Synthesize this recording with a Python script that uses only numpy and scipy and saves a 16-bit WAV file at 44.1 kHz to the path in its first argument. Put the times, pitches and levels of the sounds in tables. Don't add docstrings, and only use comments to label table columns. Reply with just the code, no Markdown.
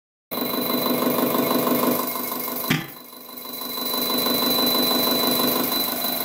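import sys
import numpy as np
from scipy import signal
from scipy.fft import irfft
from scipy.io import wavfile
from scipy.ndimage import uniform_filter1d, minimum_filter1d, map_coordinates

SR = 44100
rng = np.random.default_rng(int(sys.argv[2]) if len(sys.argv) > 2 else 0)


def inscribe(sig):
    pcm = np.round(np.clip(np.atleast_2d(sig).T, -1, 1) * 32767)
    wavfile.write(sys.argv[1], SR, pcm.astype(np.int16))


N = 275184
T = np.arange(N) / SR
START_S, FIRST_STROKE_S, CLANK_S = 0.3115, 0.3714, 2.703
TURN_S, STROKES = 0.16201, 4
STROKE_S, TURN_SAMPLES = TURN_S / STROKES, round(TURN_S * SR)

# time in seconds, level in dB.
LOW_RIDE = [(.35, -4.5), (1.15, -0.1), (1.93, -0.5), (2.07, -12), (2.65, -12), (3.9, -10), (4.25, -3.5),
            (5.55, -3.5), (5.9, -10), (6.22, -9.5)]
TREBLE_RIDE = [(0.35, -12.5), (0.8, -7.5), (1.9, -2.5), (2.5, -6), (4.4, -1.5), (5.5, 0.5), (6.22, -5.5)]
DRONE_MID_RIDE = [(.35, -34), (1.15, -27.5), (1.93, -25.5), (2.07, -39), (2.65, -39.5), (3.7, -38),
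                  (4.25, -32), (5.55, -29.5), (5.75, -41), (6.22, -52)]
WHISTLE_RIDE = [(.31, -38.5), (.87, -32.5), (1, -42.5), (1.7, -44.5), (2.2, -43.5), (2.5, -54), (3.05, -50),
                (3.55, -32.5), (4.7, -24), (6.22, -31.5)]
SIDEBAND_RIDE = [(.31, -44), (.85, -37), (1.3, -51.5), (1.52, -41), (1.7, -48), (2.55, -46), (2.66, -40),
                 (3.1, -37.5), (4.2, -38), (5.7, -35.5), (6.22, -38.5)]
CHURN_RIDE = [(.35, -54), (1.9, -39), (2.4, -41.5), (3.1, -50), (3.6, -63), (5.2, -48), (5.7, -36.5),
              (6.22, -34.5)]
# base level in dB, share of the low ride, share of the treble ride,
# drift in dB per second.
HUM_MIX = (-57.5, 0.5, 0, 3)
SQUEAL_MIX = (-44.5, 0.06, 0, -0.16)
WHOOP_MIX = (-34, -0.5, 2.5, -1.14)
RATTLE_MIX = (-33.5, 0.7555, 0, 0.9)
PIPE_MIX = (-29.5, 1.34, 0, -0.24)
DRONE_MIX = (-26, 1, 0.5, 0)
THUMP_MIX = (-31, 1, 0, -0.36)
PING_MIX = (-34.5, 0, 0, 0.43)
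TICK_MIX = (-35, 0, 1, 0)
SPRAY_MIX = (-32.5, 0.26, 0, 0.8)
KNOCK_MIX = (-22, 0.32, 1.09, -1.83)
# frequency in Hz, relative spectral density in dB.
CHURN_EQ = [(30, -40), (110, -10.5), (200, -3.5), (340, -5), (450, -43), (560, -18), (615, -5.5),
            (665, 11.5), (720, 4), (800, -5), (900, -5), (1100, -35), (1220, -7), (1340, -21), (1500, -0.5),
            (1700, -31), (2800, -20), (4500, -20)]
RATTLE_EQ = [(30, -56), (90, -3.5), (200, 5), (700, 9), (1100, 1.5), (1450, 3.5), (1600, -3.5),
             (1850, -1.5), (2050, 0), (2350, -0.5), (3100, -5), (3550, 0), (4100, -1.5), (4700, -16),
             (8000, -52)]
PIPE_EQ = [(25, -57), (85, -18), (140, -2), (200, 4.5), (255, 7), (330, 1.5), (400, -7), (480, 6),
           (650, -11.5), (850, -13), (1040, -1), (1250, -8), (1600, -45), (2400, -58)]
TICK_EQ = [(2500, -9), (4000, -32), (4500, 3.5), (5300, -3), (6000, -0.5), (6350, -1), (6800, -2.5),
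           (7400, -5.5), (7950, -3.5), (8800, -11.5), (11000, 5), (16000, -28)]
SPRAY_EQ = [(5000, -61), (9000, -32), (10000, -9.5), (10700, -7.5), (11800, 1.5), (12600, -5), (13300, 7),
            (14000, 5.5), (14600, 4), (15300, 0), (17000, -10)]
CRACK_EQ = [(300, -17), (1300, 4), (3300, -6), (7000, -6), (15000, -14)]
CLANK_TAIL_EQ = [(40, -32), (100, -5), (150, 12), (340, 4), (460, -12.5), (850, -9), (1450, -5.5),
                 (2000, 0), (2700, -6), (3300, -1), (4200, -21.5), (5000, -9.5), (8000, -23.5),
                 (15000, -33)]

# offset in multiples of the shaft rate, level in dB.
SIDEBANDS = [(-6, -6), (-5, -9.5), (-4, -10.5), (-3, -3), (4, 0), (5, -2.5), (6, -30), (11, -11.5)]
# time in seconds, half width in seconds, boost or dip in dB.
CROSSINGS = [(1.52, 0.068, 10.5), (5.635, 0.083, -22), (5.76, 0.072, 6), (5.945, 0.063, -21),
             (6.22, 0.044, -19)]
# pitch in Hz, level in dB against the ticks.
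THIN_TONES = [(5329, -22.5), (5986, -22), (6627, -17.5), (7973, -16.5), (8027, -16.5), (11596, -22),
              (12026, -11)]
# delay after a turn's first stroke, rise and decay, all in seconds,
# pitch in Hz, level in dB.
SQUEALS = [(.002, 0.012, 0.022, 2106, 0.5), (0.08, 0.014, 0.051, 2165, 0)]
# pitch in Hz, level in dB, seconds to fall by 60 dB.
CLANK_MODES = [(136.6, -5, 0.39), (157, 1, 0.32), (203, -7, 0.28), (253, 6.5, 0.19), (300, -16, 0.29),
               (329, -4, 0.386), (584, -25, 0.12), (780, -14.5, 0.45), (813, -14, 0.41), (1190, -9.5, 0.34),
               (1740, -12.5, 0.47), (2040, -12.5, 0.45), (1970, -16, 0.45), (2430, -11, 0.28),
               (3230, -13, 0.36)]
# frequency in Hz, seconds to fall by 60 dB.
CLANK_TAIL_T60 = [(100, 0.26), (300, 0.592), (2000, 0.45), (5000, 0.29), (8000, 0.34), (14000, 0.11)]
# multiple of the stroke rate, level in dB.
DRONE_PARTIALS = [(4, -24), (5, -17), (6, -11.5), (7, -34), (8, -23), (9, -9), (10, 2), (11, -2.5),
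                  (12, -2.5), (13, -8), (14, -2.5), (15, -59), (16, -8), (17, -2.5), (18, -6.5), (19, -7),
                  (20, -2), (21, -3.5), (22, -35), (23, -9), (24, -7.5), (25, -48), (26, -5.5), (27, -4),
                  (37, -12), (41, -4.5), (42, -22), (43, -12), (44, -3), (45, -4.5)]
THUMP_DB = [-9, 1, 0.5, -6.5]
# outlet number, pitch in Hz, level in dB, decay in seconds.
NOZZLE_MODES = [(0, 11310, -3, 0.025), (0, 11540, -0.5, 0.017), (0, 13290, -1, .015), (0, 15000, 3, .018),
                (1, 12060, -0.5, 0.034), (1, 11970, -11, 0.023), (1, 13500, -9, .015), (1, 14750, 3, .013),
                (2, 11000, -7.5, 0.09), (2, 12180, -7.5, 0.06), (2, 13200, -1, 0.037), (2, 14650, 3, 0.047),
                (3, 11600, -4, 0.024), (3, 13350, 3, 0.014), (3, 14600, -5, 0.012)]
# pitch in Hz, level in dB, decay in seconds.
HOUSING_MODES = [(922.6, -9.5, 0.031), (1018, -4.5, 0.018), (1059.7, 5.5, 0.011), (1214, -16, 0.01),
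                 (1446, -21, 0.0083)]
# knock, tick and spray levels in dB,
# spray rise and decay in seconds, whoop level in dB.
OUTLETS = [(7.5, -3.5, 1.5, 0.0012, 0.031, -4.5), (-1.5, 0, -1.5, 0.0017, 0.03, 0.5),
           (-6, -1.5, 6.5, 0.0091, 0.031, -3), (-3.5, -2, 2, 0.0026, 0.035, -6.5)]


def amp(db):
    return 10 ** (np.asarray(db) / 20)


def unit(x):
    return x / np.sqrt(np.mean(x ** 2) + 1e-20)


def at_hz(points, hz):
    f, value = np.transpose(points)
    return np.interp(np.log(hz + 1), np.log(f + 1), value)


def ride(points):
    return np.interp(T, *np.transpose(points))


def fader(mix):
    db, low_share, treble_share, drift = mix
    return amp(db + low_share * ride(LOW_RIDE) + treble_share * ride(TREBLE_RIDE) + drift * T)


def wander(axis, step):
    return map_coordinates(rng.standard_normal(4096), [axis / step], order=3, mode="wrap")


def noise(eq, ripple_db=0., ripple_hz=70.78, size=N):
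    hz = np.fft.rfftfreq(size, 1 / SR)
    colour = amp(at_hz(eq, hz) + ripple_db * wander(hz, ripple_hz))
    return unit(irfft(colour * np.exp(2j * np.pi * rng.random(len(hz))), size))


def turn_loop(eq, ripple_db=0.):
    return np.resize(noise(eq, ripple_db, size=TURN_SAMPLES), N)


def stroke_age(outlet, delay=0.):
    return (T - FIRST_STROKE_S - delay - outlet * STROKE_S) % TURN_S


def stroke(outlet, rise, decay, vary_db=0., delay=0.):
    turn, age = np.divmod(T - FIRST_STROKE_S - delay - outlet * STROKE_S, TURN_S)
    strength = amp(vary_db * rng.standard_normal(64))[turn.astype(int)]
    return strength * (1 - np.exp(-age / rise)) * np.exp(-age / decay)


def motor_hum(hz=590.0):
    return unit(np.sin(2 * np.pi * hz * T + 0.53 * wander(T, 0.097))) * fader(HUM_MIX)


def inverter(switch_hz=4000, load_s=0.022, beat_s=0.026, flutter_db=4.0):
    phase = 2 * np.pi * switch_hz * T
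    carrier = unit(np.sin(phase + .06 * wander(T, .03)) * amp(.5 * wander(T, .04)))
    standing_db = sum(db * np.exp(-((T - s) / width) ** 2) for s, width, db in CROSSINGS)
    beat = 1 + .17 * np.cos(2 * np.pi * (T - FIRST_STROKE_S - beat_s) / STROKE_S)
    whistle = carrier * beat * amp(ride(WHISTLE_RIDE) + standing_db)
    shaft = 2 * np.pi * (T - FIRST_STROKE_S - load_s) / TURN_S
    sides = sum(amp(db) * np.cos(phase + k * shaft + .35 * wander(T, .3)) for k, db in SIDEBANDS)
    thin = np.zeros(N)
    for hz, db in THIN_TONES:
        flutter = amp(flutter_db * wander(T, .03))
        thin += amp(db) * unit(flutter * np.sin(2 * np.pi * (hz * T + rng.random())))
    return whistle + sides * amp(ride(SIDEBAND_RIDE)) + thin * fader(TICK_MIX)


def drive_squeal(waver_hz=12.4, flutter_db=3.0):
    notes = np.zeros(N)
    for delay, rise, decay, hz, db in SQUEALS:
        level = amp(db + flutter_db * wander(T, .012))
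        swell = stroke(0, rise, 2 * decay, vary_db=.7, delay=delay) ** 2
        pitch = hz + waver_hz * wander(T, .008)
        notes += level * swell * np.sin(2 * np.pi * np.cumsum(pitch) / SR)
    return unit(notes) * fader(SQUEAL_MIX)


def drive_whoop(start_hz=962.5, rise_hz=212.0, lead_s=.013, length_s=0.0272):
    notes = np.zeros(N)
    for k, (*_, db) in enumerate(OUTLETS):
        progress = np.clip(stroke_age(k, delay=-lead_s) / length_s, 0, 1)
        cycles = length_s * (start_hz * progress + rise_hz * progress ** 2 / 2)
        notes += amp(db) * np.sin(np.pi * progress) * np.sin(2 * np.pi * cycles)
    return unit(notes) * fader(WHOOP_MIX)


def workshop_clank(build_s=0.051, crack_decay_s=0.0046, tail_rise_s=0.012, hold_s=.04):
    age = np.maximum(T - CLANK_S, 0)
    ring = sum(amp(db - 60 * age / t60) * np.sin(2 * np.pi * (hz * age + rng.random()))
               for hz, db, t60 in CLANK_MODES)
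    hz, t, bands = signal.stft(noise(CLANK_TAIL_EQ, ripple_db=2.0, ripple_hz=35.4), SR, nperseg=512)
    dying = amp(-60 * np.maximum(t - CLANK_S - hold_s, 0) / at_hz(CLANK_TAIL_T60, hz)[:, None])
    tail = signal.istft(bands * dying, SR, nperseg=512)[1][:N] * (1 - np.exp(-age / tail_rise_s))
    clatter = amp(2.5 * wander(T, .009))
    crack = noise(CRACK_EQ) * np.exp(-age / crack_decay_s)
    boom = ring * (1 - np.exp(-age / build_s))
    return (T > CLANK_S) * (amp(-2) * boom + amp(-10) * tail * clatter + amp(-22) * crack)


def body_churn(rough_db=1.0):
    surge = 1 + sum(stroke(k, rise=.002, decay=0.028, vary_db=2.0) for k in range(STROKES))
    body = noise(CHURN_EQ) + turn_loop(CHURN_EQ)
    return unit(body * surge * amp(rough_db * wander(T, .006))) * amp(ride(CHURN_RIDE))


def bearing_rattle(steady=0.88, accent_share=0.52, loop_db=-1.5):
    accents = sum(amp(knock_db * accent_share) * stroke(k, rise=0.00093, decay=0.027, delay=-0.00077)
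                  for k, (knock_db, *_) in enumerate(OUTLETS))
    repeating = amp(loop_db) * turn_loop(RATTLE_EQ, ripple_db=5)
    rustle = noise(RATTLE_EQ, ripple_db=3.5, ripple_hz=39.43) + repeating
    return unit(rustle * (steady + accents)) * fader(RATTLE_MIX)


def pressure_pipes():
    shudder = turn_loop(PIPE_EQ)
    shudder *= sum(stroke(k, rise=0.005, decay=0.028, vary_db=-0.5) for k in range(STROKES))
    shared = np.mean([np.roll(shudder, round(k * STROKE_S * SR)) for k in range(STROKES)], axis=0)
    return unit(shudder - shared) * fader(PIPE_MIX)


def bench_drone(lag_s=0.00775, waver=0.16, throb=0.37, throb_s=0.068):
    low, middle, high = np.zeros((3, N))
    for multiple, db in DRONE_PARTIALS:
        hz = multiple / STROKE_S
        scatter = (0.81 if hz < 360 else 0.87) * rng.standard_normal()
        phase = 2 * np.pi * hz * (T - FIRST_STROKE_S - lag_s) + scatter
        strength = amp(db) * (1 + waver * np.interp(T, T[::441], wander(T[::441], .3)))
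        band = low if hz < 360 else middle if hz < 800 else high
        band -= strength * np.cos(phase)
    low *= 1 + throb * np.cos(2 * np.pi * (T - FIRST_STROKE_S - throb_s) / TURN_S)
    high *= 0.31 + stroke(0, rise=0.00086, decay=0.15)
    return (unit(low) * fader(DRONE_MIX) + unit(middle) * amp(ride(DRONE_MID_RIDE))
            + amp(-10) * unit(high) * fader(KNOCK_MIX))


def bench_thump(hz=248.0, lag_s=0.00794, decay_s=0.017):
    thumps = np.zeros(N)
    for k, db in enumerate(THUMP_DB):
        swell = stroke(k, rise=0.0084, decay=2 * decay_s, vary_db=0.4) ** 2
        thumps -= amp(db) * swell * np.cos(2 * np.pi * hz * (stroke_age(k) - lag_s))
    return unit(thumps) * fader(THUMP_MIX)


def nozzle_pings(waver_hz=85):
    pings = np.zeros(N)
    for outlet, hz, db, decay in NOZZLE_MODES:
        phase = 2 * np.pi * np.cumsum(hz + waver_hz * wander(T, .05)) / SR
        ring = wander(T, .005) * np.sin(phase) + wander(T, .005) * np.cos(phase)
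        pings += amp(db) * stroke(outlet, rise=0.0014, decay=decay, vary_db=2.) * ring
    return unit(pings) * fader(PING_MIX)


def injectors(tick_floor=0.31, mist=0.26):
    ticks = tick_floor * noise(TICK_EQ, ripple_db=5.5)
    spray = mist * noise(SPRAY_EQ, ripple_db=-10)
    for k, (_, tick_db, spray_db, rise, decay, _) in enumerate(OUTLETS):
        snap = amp(tick_db) * stroke(k, rise=.0005, decay=.0022, vary_db=1.2, delay=-.0005)
        jet = amp(spray_db) * stroke(k, rise, decay, vary_db=1.9)
        ticks += (2.7 * snap + .45 * jet) * noise(TICK_EQ, ripple_db=3)
        sputter = amp(1.2 * wander(T, .003))
        spray += jet * sputter * noise(SPRAY_EQ, ripple_db=5, ripple_hz=160)
        spray += 4.2 * snap * noise(SPRAY_EQ, ripple_db=4, ripple_hz=300)
    return unit(ticks) * fader(TICK_MIX) + unit(spray) * fader(SPRAY_MIX)


def housing_knock(attack_s=.002, lag_s=.002):
    knocks = np.zeros(N)
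    for k, (knock_db, *_) in enumerate(OUTLETS):
        age = stroke_age(k)
        ring = sum(amp(db) * np.exp(-age / decay) * np.sin(2 * np.pi * hz * (age - lag_s))
                   for hz, db, decay in HOUSING_MODES)
        knocks += amp(knock_db) * ring * (1 - np.exp(-age / attack_s))
    return amp(-.5) * unit(knocks) * fader(KNOCK_MIX)


def scene(fade_in_s=0.0084):
    mix = (bench_drone() + bench_thump() + pressure_pipes() + housing_knock() + drive_whoop()
           + bearing_rattle() + body_churn() + drive_squeal() + motor_hum()
           + injectors() + nozzle_pings() + inverter() + workshop_clank())
    mix *= np.clip((T - START_S) / fade_in_s, 0, 1)
    return np.array([mix, mix])


def record(dry, threshold_db=-12, depth_db=13.5, recover_db_per_s=18.5, lowpass_hz=15800):
    power_db = 10 * np.log10(abs(uniform_filter1d(dry[0] ** 2, 220)) + 1e-12)
    cut_db = np.clip((power_db - threshold_db) * 5, 0, depth_db)
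    held_db = -minimum_filter1d(-cut_db, 20001, origin=9900, mode="constant")
    recovery_db = recover_db_per_s * T
    duck_db = uniform_filter1d(np.maximum.accumulate(held_db + recovery_db) - recovery_db, 60)
    lowpass = signal.firwin(511, lowpass_hz, window=("kaiser", 8), fs=SR)
    return signal.oaconvolve(dry * amp(-duck_db), lowpass[None], "same", axes=1)


dry = scene()
out = record(dry)
inscribe(out)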